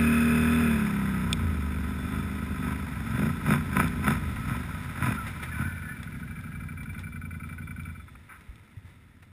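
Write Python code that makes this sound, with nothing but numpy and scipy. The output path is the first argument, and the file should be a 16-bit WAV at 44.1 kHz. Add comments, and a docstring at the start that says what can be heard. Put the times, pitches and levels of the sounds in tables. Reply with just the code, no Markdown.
"""The hard drone of a V-twin quad bike under load, heard from the rider's helmet on a gravel track.
The throttle eases: firings boom in the exhaust, gulps of air honk in the airbox and rasp in the intake.
Blipped several times, the quad rolls to a stop over crunching stones, idles and is switched off, while
a second quad idles far away. Flung stones ring the helmet camera's plastic case, and the camera's
sample-and-hold mirrors the whole mix into the treble."""
import sys
import numpy as np
from scipy import signal
from scipy.fft import rfft, irfft, next_fast_len
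from scipy.io import wavfile
from scipy.ndimage import uniform_filter1d, map_coordinates

SR = 44100
rng = np.random.default_rng(int(sys.argv[2]) if len(sys.argv) > 2 else 0)


def to_wav(sig):
    """Store sig (one row per channel, or 1-D mono) as 16-bit WAV at the path in sys.argv[1].

    Samples outside -1..1 are clipped; the rate is SR.
    """
    pcm = np.clip(np.atleast_2d(sig), -1, 1) * 32767
    pcm = np.round(pcm).astype(np.int16)
    wavfile.write(sys.argv[1], SR, pcm.T)  # frames by channels


N = 411012

# Levels in the tables are relative: each layer adds its own trim.
# wind and frame rumble, fader: t/s, level/dB
RUMBLE_FADER = [(0, -45), (1.4, -45.5), (4.2, -41), (5.6, -49), (7.8, -51), (8.3, -61), (9.32, -61)]
# its spectrum: f/Hz, level/dB
RUMBLE_EQ = [(20, -47), (45, -5.5), (90, 0.5), (250, -8), (420, -28), (900, -34), (2000, -46.5)]
# soft knocks as the rider shifts: t/s, f/Hz, level/dB
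RIDER_KNOCKS = [(8.49, 58.3, -28.5), (8.55, 112, -40), (8.769, 100.5, -30), (8.845, 90, -35)]
# spectrum of the distant quad: f/Hz, level/dB
FAR_QUAD_EQ = [(15, -29), (25, -15), (87, 8), (140, -6), (185, -14), (230, -14.5), (372, -28), (600, -30),
               (1170, -37), (1980, -120)]
# tyres on gravel, fader: t/s, level/dB
GRAVEL_FADER = [(0, -38.5), (1.5, -49), (3, -49), (4.5, -46), (5.5, -47.5), (6.2, -52), (7.3, -63),
                (8.4, -57), (9.32, -63.5)]
# spectrum of the crunch: f/Hz, level/dB
GRAVEL_EQ = [(300, 1), (750, -8.5), (1020, -1), (1140, -10.5), (1280, 3), (1520, -3), (2050, 3), (2900, -9),
             (3250, -12), (3550, -5), (4300, -19.5), (5700, -14.5)]
# tyres grinding over loose patches: t/s, level/dB, length/s
LOOSE_PATCHES = [(4.828, -48, .015), (5.262, -40.5, 0.04), (5.425, -37.5, 0.022), (6.029, -44.5, .009),
                 (6.829, -44.5, 0.01), (6.93, -49, 0.011), (6.99, -47, 0.027), (7.452, -61, 0.064),
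                 (8.408, -55, 0.0091), (8.845, -63, .08), (9.222, -54, 0.019)]
# stones flung against the bodywork: t/s, peak/dB
STONE_HITS = [(1.3294, -10), (3.8807, -29), (6.0316, -36), (6.4113, -44), (6.8344, -51), (6.993, -36),
              (7.8343, -45), (8.5574, -47)]
# ring of the camera case: f/Hz, width/Hz, level/dB
CASE_MODES = [(2417, 120, -1.5), (3500, 150, 2.5), (5260, 250, -8)]
# brake-like squeals as the quad slows: t/s, f/Hz, level/dB, half length/s
SQUEAL_CUES = [(4.55, 1323, -45, 0.26), (5.204, 1327, -32, 0.034), (5.528, 1714, -35.5, 0.011),
               (5.64, 1480, -35, 0.1), (5.693, 1720, -46, 0.1), (5.808, 1486, -44.5, 0.16),
               (5.897, 1744, -42, 0.049), (6.444, 1630, -52.5, 0.56)]

# engine speed between blips, in four-stroke cycles a second: t/s, rate/Hz
CYCLE_RATE = [(0, 38.6), (.62, 39.7), (.92, 33.8), (1.3, 31.2), (1.57, 24.6), (2.55, 24.3), (2.97, 21.7),
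              (3.42, 23.6), (4.05, 24.5), (4.44, 20.8), (4.98, 16.9), (5.6, 15.5), (5.95, 13.2),
              (6.75, 11.7), (7.3, 10.76), (7.6, 11.11), (7.87, 10.9)]
# engine load, which crossfades to a steady drone: t/s, share/0-1
ENGINE_LOAD = [(0, 1), (.75, 0.87), (.95, 0.6), (1.3, 0.33), (1.45, 0.01)]
# crossfade of the intake to its idle chuff: t/s, share/0-1
IDLE_BLEND = [(5.2, 0), (5.7, 0.9), (6.3, 0.91), (7.1, 0.95)]
# loudness by engine speed between blips: rate/Hz, honk/dB, rasp/dB, metal panel/dB
LEVELS_BY_RATE = [(11.4, -42.5, -44.5, -68), (12.7, -41, -46.5, -80), (15.85, -44, -42, -67),
                  (24.4, -35, -41, -57), (34.1, -29, -35.5, -55), (38.46, -21.5, -30.5, -48)]
# throttle blips, timed at their widest: t/s, opening time/s, rate gained/Hz, honk/dB, rasp/dB
THROTTLE_BLIPS = [(2.15, 0.0502, 2.4, -34.5, -47), (2.681, .07, 2.9, -33, -43),
                  (3.25, .14, 7, -26.5, -39.5), (3.515, .048, 7, -23, -31.5), (3.80, .055, 9, -23.5, -31),
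                  (4.085, .04, 8.5, -24.5, -29), (4.519, .04, 5, -30.5, -42), (5.075, .07, 9.5, -26, -33.5),
                  (5.621, .07, 3.3, -31.5, -42.5)]
# hard firings as the throttle snaps open: t/s, crack/dB, thump against crack/dB
HARD_FIRINGS = [(3.463, -23.5, 6), (3.505, -16, -24), (3.537, -17, -12), (3.768, -13, -15),
                (3.8, -12.5, -3), (3.812, -24, 8), (4.08, -15.5, -9), (4.496, -26, -8), (5.024, -21.5, -12),
                (5.044, -23, -1), (5.068, -24, 5), (5.609, -30, -5)]
# last strokes of the stopping engine: t/s, level/dB, length/s
LAST_CHUFFS = [(8.077, -49.5, 0.019), (8.152, -46.5, 0.01), (8.287, -44.5, 0.072)]
# exhaust boom, fader: t/s, level/dB
EXHAUST_FADER = [(.7, -39), (1.15, -34.5), (1.45, -28.5), (2, -36), (3.1, -40), (4.3, -37), (4.9, -44.5),
                 (5.6, -38), (6.1, -46.5), (7.85, -40.5)]
# exhaust resonances: f/Hz, width/Hz, level/dB
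EXHAUST_MODES = [(60.5, 8.7, -8.5), (87.8, 9.5, -3.5)]
# intake tract, rolling: f/Hz, width/Hz, level/dB
TRACT_MODES = [(600, 370, -11.5), (1015, 59, 0.5), (1284, 54, 4.5), (1526, 160, 0.5), (1972, 147, -3),
               (2395, 220, -5), (3668, 190, -15.5), (5170, 250, -16.5)]
# intake tract at idle: f/Hz, width/Hz, level/dB
TRACT_IDLE_MODES = [(977, 38, -25), (1312, 55, -4.5), (1481, 48, 0), (2032, 60, -8.5), (2334, 26.5, 2)]
# intake tract under load: f/Hz, width/Hz, level/dB
TRACT_LOAD_MODES = [(930, 120, -9.5), (1298, 46, 3.5), (1492, 43, 4), (1683, 83, 0), (2070, 240, -7.5),
                    (2475, 165, -2.5), (3515, 45, -10), (5080, 100, -11)]
# airbox, throttle shut, high revs: f/Hz, width/Hz, level/dB
BOX_SHUT_FAST = [(147.8, 25.8, 0.5), (195.4, 37, 3.5), (236.6, 34.5, 3), (291, 53, -10), (351, 68, -19),
                 (390.7, 81, -12), (662, 31, -25)]
# airbox, throttle shut, low revs: f/Hz, width/Hz, level/dB
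BOX_SHUT_SLOW = [(130, 12, 1.5), (159.3, 20.5, 0), (225.5, 20.1, -1.5), (260.4, 29, -13), (386, 50, -30.5)]
# airbox, throttle open, high revs: f/Hz, width/Hz, level/dB
BOX_OPEN_FAST = [(142, 22, 3), (174, 30.4, 1.5), (216.6, 29, 3), (270, 31, -9), (338.3, 53, -12),
                 (685, 30, -25)]
# airbox, throttle open, low revs: f/Hz, width/Hz, level/dB
BOX_OPEN_SLOW = [(111, 21, 6), (150, 37, 1), (213, 42, -2), (316, 70, -13)]
# harmonics of the drone under load: multiple of the cycle rate, level/dB
DRONE_HARMONICS = [(1, -33), (2, -9.5), (3, -35), (4, -9), (5, -11.5), (6, 1), (7, -14.5), (8, -32.5),
                   (9, -23.5), (10, -20), (11, -19.5), (13, -34), (14, -26), (15, -35), (17, -31),
                   (18, -30.5)]

SECOND_CYLINDER = .385  # share of a cycle from the first firing to the second
FIRING_AT_S = 7.139  # the first cylinder fires here, which sets the crank's phase
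HUNTING = .014  # share by which the speed wanders while the quad rolls unloaded
THROTTLE_SHUTS_S, REV_LAG_S, REV_FALL_S = .061, .065, .19  # the revs peak late, then sink back
BOOM_DB_PER_HZ = .5  # extra boom for the cycle rate gained in a blip
IGNITION_OFF_S, SPIN_DOWN_HZ_PER_S, FADE_OUT_S = 7.87, 21, .094
BOOM_DIES_DB_PER_S, RASP_DIES_DB_PER_S, HONK_DIES_DB_PER_S = 35, 56, 100  # with the ignition off
HOLD_HZ, TOP_HZ = 12000, 15300  # the camera's hold rate and band limit
TIME = np.arange(N) / SR


def amp(db):
    """Decibels to gain."""
    return 10 ** (np.asarray(db) / 20)


def unit(x):
    """Scale to rms 1."""
    return x / np.sqrt(np.mean(x ** 2) + 1e-20)


def steady(x):
    """Ride the gain toward a running rms of 1, so that a fader sets the loudness."""
    power = uniform_filter1d(uniform_filter1d(x * x, size=4000), size=4000)
    return x / np.sqrt(np.abs(power) + np.mean(x * x) / 100)


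def curve(rows):
    """An automation line through (time, value) points."""
    return np.interp(TIME, *np.transpose(rows))


def wobble(rate):
    """A smooth random curve, rate knots a second."""
    return map_coordinates(rng.standard_normal(int(N * rate / SR) + 4), [np.arange(N) * rate / SR])


def swell(peak_s, rise_s, fall_s, steep=2):
    """A smooth bump of height 1; steep=2 is a soft bell."""
    late = TIME - peak_s
    return np.exp(-np.abs(late / np.where(late < 0, rise_s, fall_s)) ** steep)


def bursts(rows):
    """Envelope of quick swells with longer tails, from rows of t/s, level/dB, length/s."""
    envelope = np.zeros(N)
    for s, db, length in rows:
        age = np.clip(3 * (TIME - s) / length, 0, 40)
        envelope += amp(db) * age * np.exp(1 - age)
    return envelope


def since_off():
    """Seconds since the ignition was cut, 0 before."""
    return np.maximum(TIME - IGNITION_OFF_S, 0)


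def fade_out(end_s):
    """A short linear fade that reaches silence at end_s."""
    return np.clip((end_s - TIME) / FADE_OUT_S, 0, 1)


def filtered(x, response):
    """x through a complex frequency response."""
    size = next_fast_len(N + SR // 2)
    return irfft(rfft(x, size) * response(np.fft.rfftfreq(size, 1 / SR)), size)[:N]


def equalised(x, points):
    """x through an EQ curve of f/Hz, level/dB points."""
    f, db = np.transpose(points)
    return filtered(x, lambda hz: amp(np.interp(np.log(hz + 1), np.log(f), db)))


def ring(x, modes, band_hz):
    """x through a band-passed bank of resonators of alternating polarity."""
    def body(f):
        return sum((-1) ** k * amp(db) * 1j * f * width / (hz * hz - f * f + 1j * f * width)
                   for k, (hz, width, db) in enumerate(modes))
    return signal.sosfilt(signal.butter(2, band_hz, "band", fs=SR, output="sos"), filtered(x, body))


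def strike(times, peaks_db, sound):
    """Trigger the first tenth of a second of a sound at each time and peak level."""
    out = np.zeros(N + SR)
    hit = sound[:SR // 10] / np.abs(sound).max()
    for s, db in zip(times, peaks_db):
        out[round(s * SR):][:len(hit)] += amp(db) * hit
    return out[:N]


def firings(cycles, second_db, scatter_db, jitter_s):
    """One pulse for each firing of the two cylinders, uneven in size and time."""
    pulses = np.zeros(N)
    for offset, db in ((0, 0), (SECOND_CYLINDER, second_db)):
        at = np.flatnonzero(np.diff(np.floor(cycles - offset)) > 0)
        timing, size = rng.standard_normal((len(at), 2)).T
        at = np.clip(at + np.round(jitter_s * SR * timing).astype(int), 0, N - 1)
        pulses[at] += amp(db + scatter_db * size)
    return pulses


def gulps(cycles, lead, rise, fall):
    """Air flow of the two intake strokes; lead, rise and fall are shares of a cycle."""
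    ages = [(cycles + lead - offset) % 1 for offset in (0, SECOND_CYLINDER)]
    return unit(sum((1 - np.exp(-age / rise)) * np.exp(-age / fall) for age in ages))


def far_quad():
    """A second quad putters in the distance, its lopsided firings smeared by echoes."""
    cycles = np.cumsum(16 + .114 * wobble(3.3)) / SR
    pulses = firings(cycles, second_db=14, scatter_db=4.5, jitter_s=.00089)
    echoes = rng.standard_normal(SR // 5) * amp(-60 * np.arange(SR // 5) / SR / .36)
    return amp(-59) * unit(equalised(signal.fftconvolve(pulses, echoes)[:N], FAR_QUAD_EQ))


def chassis():
    """A low bed of wind and frame rumble, with dull knocks as the rider shifts after the stop."""
    out = amp(curve(RUMBLE_FADER) + 6) * unit(equalised(rng.standard_normal(N), RUMBLE_EQ))
    for s, hz, db in RIDER_KNOCKS:
        age = np.maximum(TIME - s, 0)
        envelope = amp(db - 60 * age / .12) * (1 - np.exp(-age / .004))
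        out += envelope * np.sin(2 * np.pi * hz * age)
    return out


def gravel():
    """Tyres crush a dense scatter of small stones; a few fly up, and their clicks ring the case."""
    sizes = amp(np.minimum(3 * rng.exponential(size=N), 7))
    grains = (rng.random(N) < 900 / SR) * rng.choice([-1, 1], N) * sizes  # about 900 a second
    crunch = unit(equalised(unit(grains) + 1.25 * rng.standard_normal(N), GRAVEL_EQ))
    times, peaks_db = np.transpose(STONE_HITS)
    clicks = strike(times, peaks_db, ring(signal.unit_impulse(N), CASE_MODES, band_hz=(1970, 5730)))
    return (amp(curve(GRAVEL_FADER)) + bursts(LOOSE_PATCHES)) * crunch + clicks


def squeals():
    """Breathy, wavering tones swell and fade like brakes as the quad slows."""
    flutter = amp(2 * wobble(110))
    tones = np.zeros(N)
    for s, hz, db, half_s in SQUEAL_CUES:
        phase = 2 * np.pi * np.cumsum(hz + 42 * wobble(170)) / SR
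        tones += amp(db) * swell(s, half_s, half_s) * np.sin(phase)
    return flutter * tones


def metal_panel(level_db, blip_gain):
    """The engine shakes a thin panel into a narrow ring, harder in a blip."""
    shaking = rng.standard_normal(N) * amp(1.6 * wobble(25))
    zing = unit(ring(shaking, [(3483, 36, -1.5), (5137, 40, -16.5)], band_hz=(3040, 5760)))
    return (amp(level_db - 3) + amp(-24) * blip_gain) * zing


def last_strokes():
    """With the ignition off, the pistons draw a few more chuffs, ever slower."""
    return bursts(LAST_CHUFFS) * unit(ring(rng.standard_normal(N), TRACT_MODES, band_hz=(1050, 2600)))


def barks():
    """A hard firing cracks in the tract and thumps the airbox."""
    times, crack_db, thump_db = np.transpose(HARD_FIRINGS)
    kick = signal.unit_impulse(N)
    crack = strike(times, crack_db + 2, ring(kick, TRACT_MODES, band_hz=(650, 2800)))
    thump = strike(times, crack_db + thump_db - 4.5, ring(-kick, BOX_SHUT_SLOW, band_hz=(83, 890)))
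    return crack + thump


def exhaust(cycles, load, gained_hz):
    """Every firing booms in the silencer once the throttle is eased."""
    pulses = -firings(cycles, second_db=-2, scatter_db=.8, jitter_s=.0001)
    boom = steady(ring(pulses, EXHAUST_MODES, band_hz=(51.3, 104.5)))
    level_db = curve(EXHAUST_FADER) + BOOM_DB_PER_HZ * gained_hz - BOOM_DIES_DB_PER_S * since_off()
    return amp(level_db) * np.sqrt(1 - load) * boom


def intake(cycles, load, idling, level_db, blip_gain):
    """Each stroke pulls air through the tract: pitched under load, a rasp rolling, chuffs at idle."""
    rough_flow = (2.1 + gulps(cycles, lead=.16, rise=.065, fall=.19)) * amp(1.7 * wobble(130))
    idle_flow = (.12 + gulps(cycles, lead=.21, rise=.035, fall=.09)) * amp(1.5 * wobble(90))
    rasp = steady(ring(rough_flow * rng.standard_normal(N), TRACT_MODES, band_hz=(576, 5400)))
    chuff = steady(ring(idle_flow * rng.standard_normal(N), TRACT_IDLE_MODES, band_hz=(700, 5830)))
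    # valves and gears strike alike in every cycle, which pitches the clatter under load
    valves = unit(map_coordinates(rng.standard_normal(300), [cycles % 1 * 300], mode="wrap"))
    loaded_flow = rough_flow * (rng.standard_normal(N) + .92 * valves)
    clatter = steady(ring(loaded_flow, TRACT_LOAD_MODES, band_hz=(500, 5600)))
    # under load one chirp rings out in every cycle
    chirp_gate = np.exp(-((cycles % 1 - .5) / .17) ** 2)
    chirp = unit(chirp_gate * np.sin(2 * np.pi * np.cumsum(2520 + 40 * wobble(120)) / SR))
    rolling = np.sqrt(1 - load ** 3) * rasp + load ** 2.2 * clatter + amp(-6) * load ** 4 * chirp
    breath = np.sqrt(1 - idling) * rolling + np.sqrt(idling) * chuff
    # in a blip every firing also knocks in the tract
    pulses = firings(cycles, second_db=-4, scatter_db=7.5, jitter_s=.00035)
    knocks = steady(ring(pulses, TRACT_MODES, band_hz=(660, 3180)))
    gain = amp(level_db - 2.5 - RASP_DIES_DB_PER_S * since_off())
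    return gain * breath + blip_gain * (amp(-1.5) * rasp + amp(-7.5) * knocks)


def airbox(cycles, rate_hz, load, level_db, blip_gain):
    """Uneven gulps honk in the airbox, deeper at low revs and in a blip; under load it drones."""
    low_revs = np.clip((26 - rate_hz) / 5, 0, 1)
    suction = -firings(cycles, second_db=-1.5, scatter_db=1.5, jitter_s=.00025)
    fast, slow = suction * (1 - low_revs), suction * low_revs
    shut_honk = steady(ring(fast, BOX_SHUT_FAST, band_hz=(96, 850))
                       + ring(slow, BOX_SHUT_SLOW, band_hz=(89, 684)))
    open_honk = steady(ring(fast, BOX_OPEN_FAST, band_hz=(104, 840))
                       + ring(slow, BOX_OPEN_SLOW, band_hz=(85, 600)))
    drone = np.zeros(N)
    for k, db in DRONE_HARMONICS:
        strength = amp(db + 1.43 * wobble(9.4)) * load ** (k / 6)  # the top fades first off load
        drone += strength * np.sin(2 * np.pi * (k * cycles + rng.random()))
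    note = np.sqrt(load) * steady(drone) + np.sqrt(1 - load) * shut_honk
    return amp(level_db - HONK_DIES_DB_PER_S * since_off()) * note + blip_gain * open_honk


def throttle():
    """Each blip opens the intake briefly, lifting honk and rasp, and the revs follow."""
    gained_hz, honk_gain, rasp_gain = np.zeros((3, N))
    for s, opening_s, lift_hz, honk_db, rasp_db in THROTTLE_BLIPS:
        opening = swell(s, opening_s, THROTTLE_SHUTS_S, steep=1.96)
        gained_hz += np.interp(TIME - s, [-opening_s, REV_LAG_S, REV_LAG_S + REV_FALL_S], [0, lift_hz, 0])
        honk_gain += amp(honk_db) * opening
        rasp_gain += amp(rasp_db) * opening
    return gained_hz, honk_gain, rasp_gain


def engine():
    """One crankshaft drives exhaust, airbox, panel and intake until it runs down."""
    gained_hz, blip_honk, blip_rasp = throttle()
    base_hz, load, idling = curve(CYCLE_RATE), curve(ENGINE_LOAD), curve(IDLE_BLEND)
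    coasting = 1 - np.clip(load + idling, 0, 1)
    wander = 1 + HUNTING * coasting * wobble(22)
    rate_hz = np.maximum(base_hz * wander + gained_hz - SPIN_DOWN_HZ_PER_S * since_off(), 0)
    cycles = np.cumsum(rate_hz) / SR
    cycles -= cycles[round(FIRING_AT_S * SR)]
    rates, *levels = np.transpose(LEVELS_BY_RATE)
    honk_db, rasp_db, panel_db = [np.interp(base_hz, rates, db) for db in levels]
    body = exhaust(cycles, load, gained_hz)
    body += airbox(cycles, rate_hz, load, honk_db, blip_honk)
    body += metal_panel(panel_db, blip_rasp)
    breath = intake(cycles, load, idling, rasp_db, blip_rasp)
    return fade_out(end_s=8.25) * body + fade_out(end_s=8.12) * breath


def scene():
    """The mono mix: the engine up front, the track and the distant quad behind it."""
    return (engine() + last_strokes() + squeals() + barks() + gravel() + chassis() + far_quad())[None]


def record(dry):
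    """The camera low-passes the mix; its sample-and-hold mirrors that band about the hold rate."""
    base = filtered(dry[0], lambda hz: 1 / np.sqrt(1 + (hz / 5600) ** 40))
    mirrored = base * (1 + 2 * np.cos(2 * np.pi * HOLD_HZ * TIME))
    return filtered(mirrored, lambda hz: np.sinc(hz / HOLD_HZ) * (hz < TOP_HZ))[None]


dry = scene()
out = record(dry)
to_wav(out)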